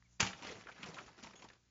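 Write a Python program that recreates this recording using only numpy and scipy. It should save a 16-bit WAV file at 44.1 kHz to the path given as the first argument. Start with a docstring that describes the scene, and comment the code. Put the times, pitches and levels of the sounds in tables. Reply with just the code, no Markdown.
"""Steel mace on a wooden dresser

A mace smashes into a dresser in a backyard: the drawer front fractures in a run of noise bursts,
the panels ring in their modes and the hollow carcass booms. As the head is worked loose it scrapes
by stick-slip friction, splinters snap, boards knock and the steel clinks once.
A short echo follows the dresser's sounds; a faint bird and a low mains hum lie behind."""
import sys
import numpy as np
from scipy import signal
from scipy.fft import rfft, irfft, next_fast_len
from scipy.io import wavfile
from scipy.ndimage import uniform_filter1d, map_coordinates

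SR = 44100
rng = np.random.default_rng(int(sys.argv[2]) if len(sys.argv) > 2 else 0)


def wav_record(signal):
    """Record a signal, one row per channel, as 16-bit PCM in the file named by sys.argv[1]."""
    frames = np.transpose(np.atleast_2d(signal))
    bounded = np.clip(frames, -1, 1)
    # unit amplitude maps onto the largest positive 16-bit level
    quanta = np.round(bounded * 32767).astype(np.int16)
    wavfile.write(sys.argv[1], SR, quanta)


N = 74970
T = np.arange(N) / SR

# wood fracturing under the blow: start_s, level_db, treble_db, t60_s
FRACTURES = [(0.1963, -49.5, -12, .07), (0.1983, -47, 4, .05), (.2016, -28.5, -12, 0.047),
             (0.2036, -22, 8, 0.048), (0.209, -27, 8.5, 0.02), (.214, -36.5, -8.5, .07),
             (0.2208, -37, -4, 0.039), (.227, -29.5, -4.5, 0.054), (0.233, -41.5, 5.5, .07),
             (0.242, -40.5, -21.5, 0.12), (0.25, -44, 7, 0.074), (.265, -38.5, -3, 0.096),
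             (0.272, -49.5, 17, 0.03), (.285, -48, -15, 0.085), (.307, -46, -21, 0.048)]
# modes of the dresser panels: pitch_hz, relative_db, t60_s
PANEL_MODES = [(190.7, -3, 0.25), (240.6, -5, .3), (804, -1, .3), (895, -5, 0.29), (1085, -5.5, 0.12),
               (1152, -12, .22), (1238, -5.5, 0.27), (1612, 1.5, 0.29), (1894, -3, .18), (2029, -11.5, .22),
               (2280, 4, 0.25), (2560, -11, .2), (2810, -9, 0.44), (2890, -13.5, 0.14), (3660, -4, 0.29),
               (4620, 1.5, 0.18), (4700, -10, .14), (5140, -3, 0.094)]
# booms of the carcass: start_s, level_db, pitch_hz, t60_s
THUMPS = [(.202, -42, 200, 0.067), (0.225, -31.5, 112, 0.06), (0.227, -41, 190, 0.21),
          (0.344, -54, 161, 0.08), (0.434, -69, 168, 0.071), (0.464, -53, 218, 0.13),
          (0.516, -57, 224, 0.15), (0.552, -54.5, 110, 0.14), (0.831, -51.5, 195, 0.25),
          (.885, -45, 165, .09), (1.059, -63, 61.4, 0.18), (1.191, -65, 187, .15), (1.227, -53, 220, 0.12),
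          (1.232, -65, 59.5, 0.21), (1.334, -65, 178.3, .15), (1.253, -56, 177, 0.087),
          (1.284, -56.5, 201, 0.14), (1.443, -47, 215, 0.035)]
# loose boards knocking: start_s, level_db, centre_hz, t60_s
KNOCKS = [(0.024, -52, 1890, 0.007), (.208, -40.5, 395, 0.064), (.272, -35, 2600, 0.035),
          (.3302, -45, 1550, .045), (.3302, -48, 3000, .045), (.427, -49, 910, 0.068),
          (0.496, -43, 2170, 0.015), (.497, -52.5, 485, 0.27), (.517, -52.5, 520, 0.12),
          (0.659, -56, 415, .08), (0.67, -43, 1550, 0.031), (0.687, -45.5, 1440, 0.059),
          (.691, -49.5, 950, 0.047), (.715, -52, 2480, 0.049), (0.761, -56, 2400, .05),
          (.783, -57.5, 1280, 0.15), (.830, -42.5, 2650, 0.063), (0.841, -48.5, 1120, 0.084),
          (.885, -50.5, 470, 0.084), (.967, -49, 1180, 0.12), (0.981, -46, 1400, 0.057),
          (.984, -45, 2300, 0.045), (.9855, -52, 3200, 0.048), (0.991, -45, 1180, 0.036),
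          (1.013, -55, 1390, .05), (1.005, -57, 680, 0.17), (1.007, -58.5, 378, 0.29),
          (1.078, -55, 1350, .08), (1.082, -61, 850, .09), (1.243, -49.5, 975, 0.056),
          (1.265, -52, 970, 0.068), (1.306, -55.5, 1190, 0.034), (1.332, -56.5, 2350, 0.031),
          (1.344, -60.5, 450, 0.11), (1.4207, -55, 2570, 0.031), (1.424, -57, 926, 0.14),
          (1.440, -61, 430, 0.12), (1.448, -50, 920, 0.047), (1.501, -52, 1830, 0.025)]
# splinters snapping: start_s, level_db, treble_db
SNAPS = [(.392, -57, -4), (0.424, -47, 5), (0.437, -54, -21), (.446, -53, 1), (.469, -44.5, 1),
         (.477, -65.5, 2), (0.489, -49, 5.5), (0.512, -48, -1), (0.565, -55, -7), (.609, -52, -4),
         (.723, -58, 1), (.830, -45, -5.5), (.837, -51, -2), (.859, -49.5, 9), (0.873, -49, -6),
         (0.9436, -47, 5), (.956, -54, -6), (1.044, -66, 3), (1.063, -58.5, 1), (1.111, -82, 11),
         (1.179, -63, 0), (1.186, -63, 1), (1.203, -65, 2), (1.228, -49.5, 11), (1.236, -47, 2),
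         (1.244, -52, 6), (1.252, -67, 5), (1.270, -50, -3), (1.355, -54.5, -3), (1.393, -56, -1),
         (1.422, -52, 4), (1.441, -58.5, 23), (1.4855, -54.5, 7.5), (1.500, -59, -6), (1.533, -59.5, 2)]
# modes of the mace head: pitch_hz, level_db, t60_s
STEEL_MODES = [(3400, -62, 0.12), (6500, -66, 0.28), (6700, -65.5, 0.31)]
# envelopes of the scrape, the swing and the hum: time_s, relative_db
SCRAPE_ENVELOPE = [(.21, -63), (.28, -53), (.32, -59), (.37, -60.5), (.415, -58.5), (.44, -50.5),
                   (.52, -54), (.59, -61), (.65, -63.5), (.71, -62), (.745, -66), (.81, -60), (.85, -58),
                   (.89, -55), (.93, -60.5), (.99, -57), (1.05, -66.5), (1.09, -62.5), (1.16, -70.5),
                   (1.19, -57.5), (1.22, -66.5), (1.255, -57), (1.30, -64), (1.40, -67), (1.45, -61.5),
                   (1.48, -72), (1.56, -72), (1.61, -104)]
SWING_ENVELOPE = [(0, -89), (.08, -86.5), (.13, -74), (.175, -78.5), (.195, -119)]
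HUM_ENVELOPE = [(0, -1), (1.45, -5), (1.6, -11)]
# spectra of breaking wood, splinters, rubbing and yard air: frequency_hz, relative_db
FRACTURE_SPECTRUM = [(80, -8), (230, -2.5), (310, -1.5), (520, -6.5), (1000, -0.5), (2000, 0), (2600, 1.5),
                     (3900, -4), (4700, -4), (5500, -4), (7000, -3)]
SPLINTER_SPECTRUM = [(80, -17), (250, 2), (1000, -11), (2500, -1.5), (3800, -8.5), (5000, -9.5),
                     (7200, -12.5)]
RUBBING_SPECTRUM = [(40, -6), (65, -4.5), (100, 1), (180, 8), (300, 5), (500, 3.5), (1300, 2.5), (2400, -1),
                    (3800, -6), (5000, -5), (7200, -9)]
AIR_SPECTRUM = [(25, -6), (60, 4), (130, -11), (300, -13.5), (600, -22), (1300, -19.5), (3000, -20.5),
                (7200, -21)]
# decay of the echo: frequency_hz, t60_s
ECHO_DECAY = [(150, 0.39), (1500, 0.23), (7000, 0.31)]
# harmonics of the mains: pitch_hz, relative_db
HUM_HARMONICS = [(59.5, -77), (119, -73), (178.5, -79), (238, -88)]
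# bird chirps: start_s, length_s, from_hz, to_hz, level_db
CHIRPS = [(0.037, 0.044, 2470, 2010, -79.5), (.155, 0.014, 2250, 2400, -96.5)]

TREBLE_HZ, TOP_HZ = 3240, 7350  # where the treble begins; upper band limit


def smash(panel_db=-45.5):
    """Brittle fracture: the drawer front fails in quick bursts that excite the panel modes."""
    out = np.zeros(N)
    for start_s, db, treble_db, t60 in FRACTURES:
        add(out, start_s, amp(db) * crack(FRACTURE_SPECTRUM, treble_db, t60))
    add(out, FRACTURES[1][0], amp(panel_db) * ring(PANEL_MODES))
    return out


def carcass():
    """Damped oscillation: each shove makes the hollow body boom at one low pitch."""
    out = np.zeros(N)
    for start_s, db, hz, t60 in THUMPS:
        add(out, start_s, sine(hz, db) * fade(T, t60) * rise(T, attack_s=.0021))
    return out


def boards(q=4.5):
    """Resonance: each knocked board filters a noise burst around its own natural frequency."""
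    out = np.zeros(N)
    for start_s, db, hz, t60 in KNOCKS:
        def response(f):
            resonance = 1j * f / (hz * hz - f * f + 1j * f * hz / q)
            return resonance / (1 + (f / (2.1 * hz)) ** 2)
        add(out, start_s, amp(db) * burst(response, t60))
    return out


def splinters():
    """Sudden release of strain: splinters snap as the head is pulled."""
    out = np.zeros(N)
    for start_s, db, treble_db in SNAPS:
        add(out, start_s, amp(db) * crack(SPLINTER_SPECTRUM, treble_db, t60=.042))
    return out


def scrape(slips_per_s=810, steady_rub=.76, gain_db=1.5):
    """Stick-slip friction: uneven puffs of noise ride on a finer rubbing, and the treble flickers."""
    slips = rng.random(N) < slips_per_s / SR
    slips = slips * amp(1.5 * np.minimum(rng.exponential(size=N), 4))  # sizes span 6 dB
    puff = fade(T[:SR // 50], t60=.0097)
    slip_envelope = np.sqrt(np.abs(signal.fftconvolve(slips ** 2, puff ** 2)[:N]))  # energies add
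    rub = patchy(rng.standard_normal(N) * np.hypot(unit(slip_envelope), steady_rub))
    rub = coloured(rub, RUBBING_SPECTRUM)
    treble = filtered(rub, lambda f: f ** 6 / (f ** 6 + TREBLE_HZ ** 6))
    rub = unit(rub - treble + treble * amp(1.9 * wobble(knots_per_s=60.06)))
    in_contact = T > SCRAPE_ENVELOPE[0][0]
    return amp(gain_db) * level(SCRAPE_ENVELOPE) * rub * in_contact


def clink(start_s=1.356):
    """Free vibration: the steel head rings once in its high modes."""
    out = np.zeros(N)
    add(out, start_s, ring(STEEL_MODES))
    return out


def echo(x, gain_db=-12):
    """Scattering: the cabinet and the fence return a short tail whose decay depends on frequency."""
    hz, t, bands = signal.stft(rng.standard_normal(SR // 2), SR, nperseg=256)
    tail = signal.istft(bands * fade(t, along(ECHO_DECAY, hz)[:, None]), SR, nperseg=256)[1]
    tail = np.pad(tail / np.linalg.norm(tail), (SR // 200, 0))  # 5 ms delay
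    return amp(gain_db) * signal.fftconvolve(x, tail)[:N]


def swing():
    """Shaped noise: a thin, airy hiss swells before the blow."""
    hiss = coloured(rng.standard_normal(N), [(500, 2), (3300, -13), (6500, 9)])
    return level(SWING_ENVELOPE) * unit(hiss)


def mains_hum(waver_db=2.5):
    """Harmonic series: multiples of the mains frequency waver and fade together."""
    waver = amp(waver_db * wobble(knots_per_s=7.1))
    harmonics = sum(sine(hz, db, rng.random()) for hz, db in HUM_HARMONICS)
    return waver * level(HUM_ENVELOPE) * harmonics


def yard_air(level_db=-75.5):
    """Ambient noise: quiet, steady air, strongest in the bass."""
    return amp(level_db) * unit(coloured(rng.standard_normal(N), AIR_SPECTRUM))


def bird():
    """Frequency sweeps: each far chirp is a sine gliding under a smooth window."""
    out = np.zeros(N)
    for start_s, length_s, from_hz, to_hz, db in CHIRPS:
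        n = round(length_s * SR)
        phase = 2 * np.pi * np.cumsum(np.linspace(from_hz, to_hz, n)) / SR
        add(out, start_s, amp(db) * 2 * np.hanning(n) * np.sin(phase))
    return out


def crack(spectrum, treble_db, t60):
    """Broadband transient: a burst with a treble shelf and thinned bass."""
    def response(f):
        shelf_db = treble_db * f ** 4 / (f ** 4 + TREBLE_HZ ** 4)
        return amp(along(spectrum, f) + shelf_db) * f / np.hypot(f, 140)
    return burst(response, t60)


def burst(response, t60, grain_db=2.5):
    """Acoustic emission: a dying cluster of fibre ticks, coloured by a frequency response."""
    t = T[:SR // 4]
    noise = rng.standard_normal(len(t))
    grain = np.repeat(rng.standard_normal(len(t)), SR // 1000)[:len(t)]  # steps every millisecond
    envelope = fade(t, t60) * rise(t, attack_s=.00047)
    ticks = filtered(noise * amp(grain_db * grain), lambda f: response(f) * (f < TOP_HZ)) * envelope
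    return ticks * np.linalg.norm(envelope) / np.linalg.norm(ticks)


def ring(modes):
    """Modal superposition: a struck object sounds as a sum of decaying sines."""
    partials = sum(sine(hz, db, rng.random()) * fade(T, t60) for hz, db, t60 in modes)
    return partials * rise(T, attack_s=.001)


def patchy(x, depth_db=2.5):
    """Moving contact: each new point of contact favours other frequencies."""
    bands = signal.stft(x, nperseg=256)[2]
    patches = uniform_filter1d(rng.standard_normal(bands.shape), size=4, axis=0)  # across frequency
    patches = uniform_filter1d(patches, size=6, axis=1)  # across time
    return signal.istft(bands * amp(depth_db * unit(patches)), nperseg=256)[1][:N]


def sine(hz, rms_db, phase_cycles=0):
    """Simple harmonic motion."""
    return amp(rms_db) * np.sqrt(2) * np.sin(2 * np.pi * (hz * T + phase_cycles))


def fade(t, t60):
    """Exponential decay by 60 dB in t60 seconds."""
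    return np.exp(-np.log(1000) * t / t60)


def rise(t, attack_s):
    """Exponential approach to full amplitude."""
    return 1 - np.exp(-t / attack_s)


def wobble(knots_per_s):
    """Spline interpolation through random knots."""
    return map_coordinates(rng.standard_normal(SR // 100), [knots_per_s * T], mode="mirror")


def level(points):
    """Amplitude envelope through (time_s, level_db) points."""
    return amp(np.interp(T, *np.transpose(points)))


def along(points, hz):
    """Interpolation of (frequency_hz, value) points on a logarithmic frequency axis."""
    frequencies, values = np.transpose(points)
    return np.interp(np.log(hz + 1), np.log(frequencies + 1), values)


def coloured(x, spectrum):
    """Spectral shaping by (frequency_hz, relative_db) points, up to the band limit."""
    return filtered(x, lambda f: amp(along(spectrum, f)) * (f < TOP_HZ))


def filtered(x, response):
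    """Linear filtering: the spectrum of x times a frequency response."""
    size = next_fast_len(len(x) + 4096)
    return irfft(rfft(x, size) * response(np.fft.rfftfreq(size, 1 / SR)), size)[:len(x)]


def amp(db):
    """Decibels to amplitude ratio."""
    return 10 ** (np.asarray(db) / 20)


def unit(x):
    """Normalisation to an rms of 1."""
    return x / np.sqrt(np.mean(x ** 2) + 1e-20)


def add(out, start_s, x):
    """Superposition of x on out from start_s."""
    part = out[round(start_s * SR):][:len(x)]
    part += x[:len(part)]


def scene():
    """Superposition: the dresser and mace, their echo and the backyard sum to one channel."""
    direct = smash() + splinters() + boards() + clink() + carcass() + scrape()
    return (direct + echo(direct) + yard_air() + mains_hum() + swing() + bird())[None]


def record(dry, ceiling=.125, low_cut_hz=42):
    """Saturation and band limiting: peaks are rounded, deep bass is thinned and high treble is cut."""
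    x = dry[0] / (1 + (dry[0] / ceiling) ** 4) ** (1 / 4)
    x = signal.sosfilt(signal.butter(2, low_cut_hz, "high", fs=SR, output="sos"), x)
    return filtered(x, lambda f: 1 / np.sqrt(1 + (f / TOP_HZ) ** 240))[None]


dry = scene()
out = record(dry)
wav_record(out)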